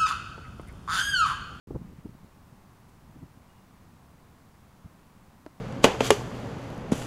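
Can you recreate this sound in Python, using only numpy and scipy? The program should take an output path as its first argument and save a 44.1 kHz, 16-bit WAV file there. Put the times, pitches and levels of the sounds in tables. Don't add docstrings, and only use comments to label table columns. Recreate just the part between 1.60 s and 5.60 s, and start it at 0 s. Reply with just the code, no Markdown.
import sys
import numpy as np
from scipy import signal
from scipy.fft import rfft, irfft
from scipy.io import wavfile

SR = 44100
rng = np.random.default_rng(int(sys.argv[2]) if len(sys.argv) > 2 else 0)


def store_wav(level_fs):
    pcm = np.round(np.clip(np.atleast_2d(level_fs), -1, 1) * 32767)
    wavfile.write(sys.argv[1], SR, pcm.T.astype(np.int16))


N = 176400


def buffets():
    # centre in seconds, level in dB, half length in seconds,
    # upper edge in Hz.
    eddies = [ (.078, -45.5, 0.0083, 297), (0.109, -29.5, 0.0025, 430), (0.127, -39.5, 0.0086, 298),
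              (0.157, -28.5, 0.0078, 312), (0.202, -43, 0.0065, 216), (.219, -39, 0.0083, 212),
              (0.254, -40, 0.0067, 185), (.298, -46.5, .008, 233), (.329, -48, 0.0077, 249),
              (.393, -43.5, 0.0064, 184), (0.459, -35.5, 0.0078, 246), (.495, -40.5, .004, 220),
              (.527, -47, 0.0037, 220), (0.55, -45.5, 0.0025, 220), (0.634, -45, 0.0037, 246),
              (0.645, -44, 0.0025, 245), (.930, -46.5, 0.0043, 170), (1.497, -45.5, 0.0056, 308),
              (1.566, -45, 0.0075, 261), (1.63, -41, 0.01, 257), (1.776, -45, 0.0027, 234),
              (1.984, -58, 0.0062, 139), (3.253, -39.5, 0.0073, 159)]
    out, size = np.zeros(N), 8192
    t = (np.arange(size) - size / 2) / SR
    strongest_db = max(row[1] for row in eddies)
    for at_s, db, half_s, edge_hz in eddies:
        swell = np.exp(-.5 * (t / half_s) ** 2)
        turbulence = band(low_hz=59.4, high_hz=edge_hz, slope=3.46, size=size)
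        puff = unit(swell * turbulence) * np.sqrt(np.mean(swell ** 2))
        rasp_db = -53.5 + 1.07 * (db - strongest_db)
        rasp = swell * band(low_hz=750, high_hz=1160, size=size) * undb(rasp_db)
        add(out, at_s + t[0], undb(db) * puff + rasp)
    return cut(out, hz=1540, kind="lowpass", order=4)


def ball():
    # frequency in Hz, level in dB, time to fall 60 dB in seconds.
    turf_modes = [(293, -31, .029), (395, -54, 0.028), (620, -37.5, 0.032), (990, -39, 0.016),
                  (1380, -45, 0.026), (2800, -59, 0.015)]
    landing_s, contact_s, rebound_s, turf_rise_s = 3.8638, .0002, .00069, .0006
    out, size = np.zeros(N), 4096
    t = np.arange(size) / SR
    slap = -undb(-28) * (t / contact_s) * np.exp(1 - t / contact_s)
    grass = undb(-52.5) * band(low_hz=4500, high_hz=6460, size=size) * decay(t, t60_s=.005)
    turf = sum(undb(db) * np.sin(2 * np.pi * hz * t) * decay(t, t60_s) for hz, db, t60_s in turf_modes)
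    attack = 1 - np.exp(-t / turf_rise_s)
    add(out, landing_s, slap + grass)
    add(out, landing_s + rebound_s, turf * attack)
    return cut(out, hz=130, kind="highpass", order=1)


def breeze(t):
    # time in seconds, level in dB.
    envelope = [(.07, -44), (.2, -48), (.35, -52.5), (.55, -58), (.75, -60), (.95, -61), (1.25, -60),
                (1.6, -55), (1.9, -64), (2.2, -59.5), (3.0, -64), (3.6, -66), (4.0, -70)]
    level_db = np.interp(t, *np.array(envelope).T)
    return band(low_hz=36, high_hz=156, slope=2.34) * undb(level_db)


def bird(t):
    # start in seconds, length in seconds, pitch in Hz, level in dB.
    notes = [(1.875, 0.057, 2870, -70), (1.955, 0.062, 2850, -73)]
    scoop_depth, scoop_s, echo_db = .07, .0085, -5
    whistles = np.zeros(N)
    for at_s, length_s, hz, db in notes:
        age = np.arange(int(length_s * SR)) / SR
        pitch_hz = hz * (1 - scoop_depth * np.exp(-age / scoop_s))
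        arch = np.sin(np.pi * age / length_s)
        add(whistles, at_s, undb(db) * arch * np.sin(2 * np.pi * np.cumsum(pitch_hz) / SR))
    trees = unit(rng.standard_normal(N) * decay(t, t60_s=.9)) / np.sqrt(N)
    return whistles + undb(echo_db) * signal.fftconvolve(whistles, trees)[:N]


def rustles(t):
    # centre in seconds, level in dB, half length in seconds,
    # low and high edge in Hz.
    swells = [(.265, -69, .025, 1900, 2500), (0.378, -72, 0.029, 1900, 2480),
              (1.295, -69, .004, 8500, 11000)]
    out = np.zeros(N)
    for at_s, db, half_s, low_hz, high_hz in swells:
        swell = np.exp(-.5 * ((t - at_s) / half_s) ** 2)
        out += undb(db) * band(low_hz, high_hz, slope=7) * swell
    return out


def air():
    # frequency in Hz, relative level in dB.
    tone_curve = [(20, -5), (45, -12.5), (72, -3), (105, -5.5), (190, -3), (290, -10.5), (420, -16.5),
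                  (600, -17), (800, -15), (1050, -14.5), (1500, -21.5), (2100, -25), (3100, -30),
                  (5000, -32.5), (9000, -35), (16000, -37)]
    curve_hz, curve_db = np.array(tone_curve).T
    wash = noise(lambda hz: undb(np.interp(np.log(hz), np.log(curve_hz), curve_db)))
    return wash * undb(-56 + .04 * drift(rate_hz=1.7))


def undb(db):
    return 10 ** (np.asarray(db) / 20)


def unit(x):
    return x / np.sqrt(np.mean(x ** 2) + 1e-30)


def decay(t, t60_s):
    return np.exp(-np.log(1000) * t / t60_s)


def noise(gain, size=N):
    hz = np.maximum(np.fft.rfftfreq(size, 1 / SR), 1)
    return unit(irfft(rfft(rng.standard_normal(size)) * gain(hz), size))


def band(low_hz, high_hz, slope=4, size=N):
    return noise(lambda hz: 1 / np.sqrt((1 + (low_hz / hz) ** 4) * (1 + (hz / high_hz) ** (2 * slope))),
                 size)


def drift(rate_hz):
    return noise(lambda hz: np.exp(-(hz / rate_hz) ** 2) * (np.arange(len(hz)) > 0))


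def cut(x, hz, kind, order):
    return signal.sosfilt(signal.butter(order, hz, kind, fs=SR, output="sos"), x)


def add(out, at_s, x):
    start = int(at_s * SR)
    lo, hi = max(start, 0), min(start + len(x), len(out))
    out[lo:hi] += x[lo - start:hi - start]


def scene():
    t = np.arange(N) / SR
    return (air() + breeze(t) + buffets() + ball() + bird(t) + rustles(t))[None]


def record(dry):
    open_s, top_hz = .0715, 15750
    live = np.arange(N) / SR >= open_s
    return signal.sosfilt(signal.ellip(12, .1, 70, top_hz, fs=SR, output="sos"), dry * live)


dry = scene()
out = record(dry)
store_wav(out)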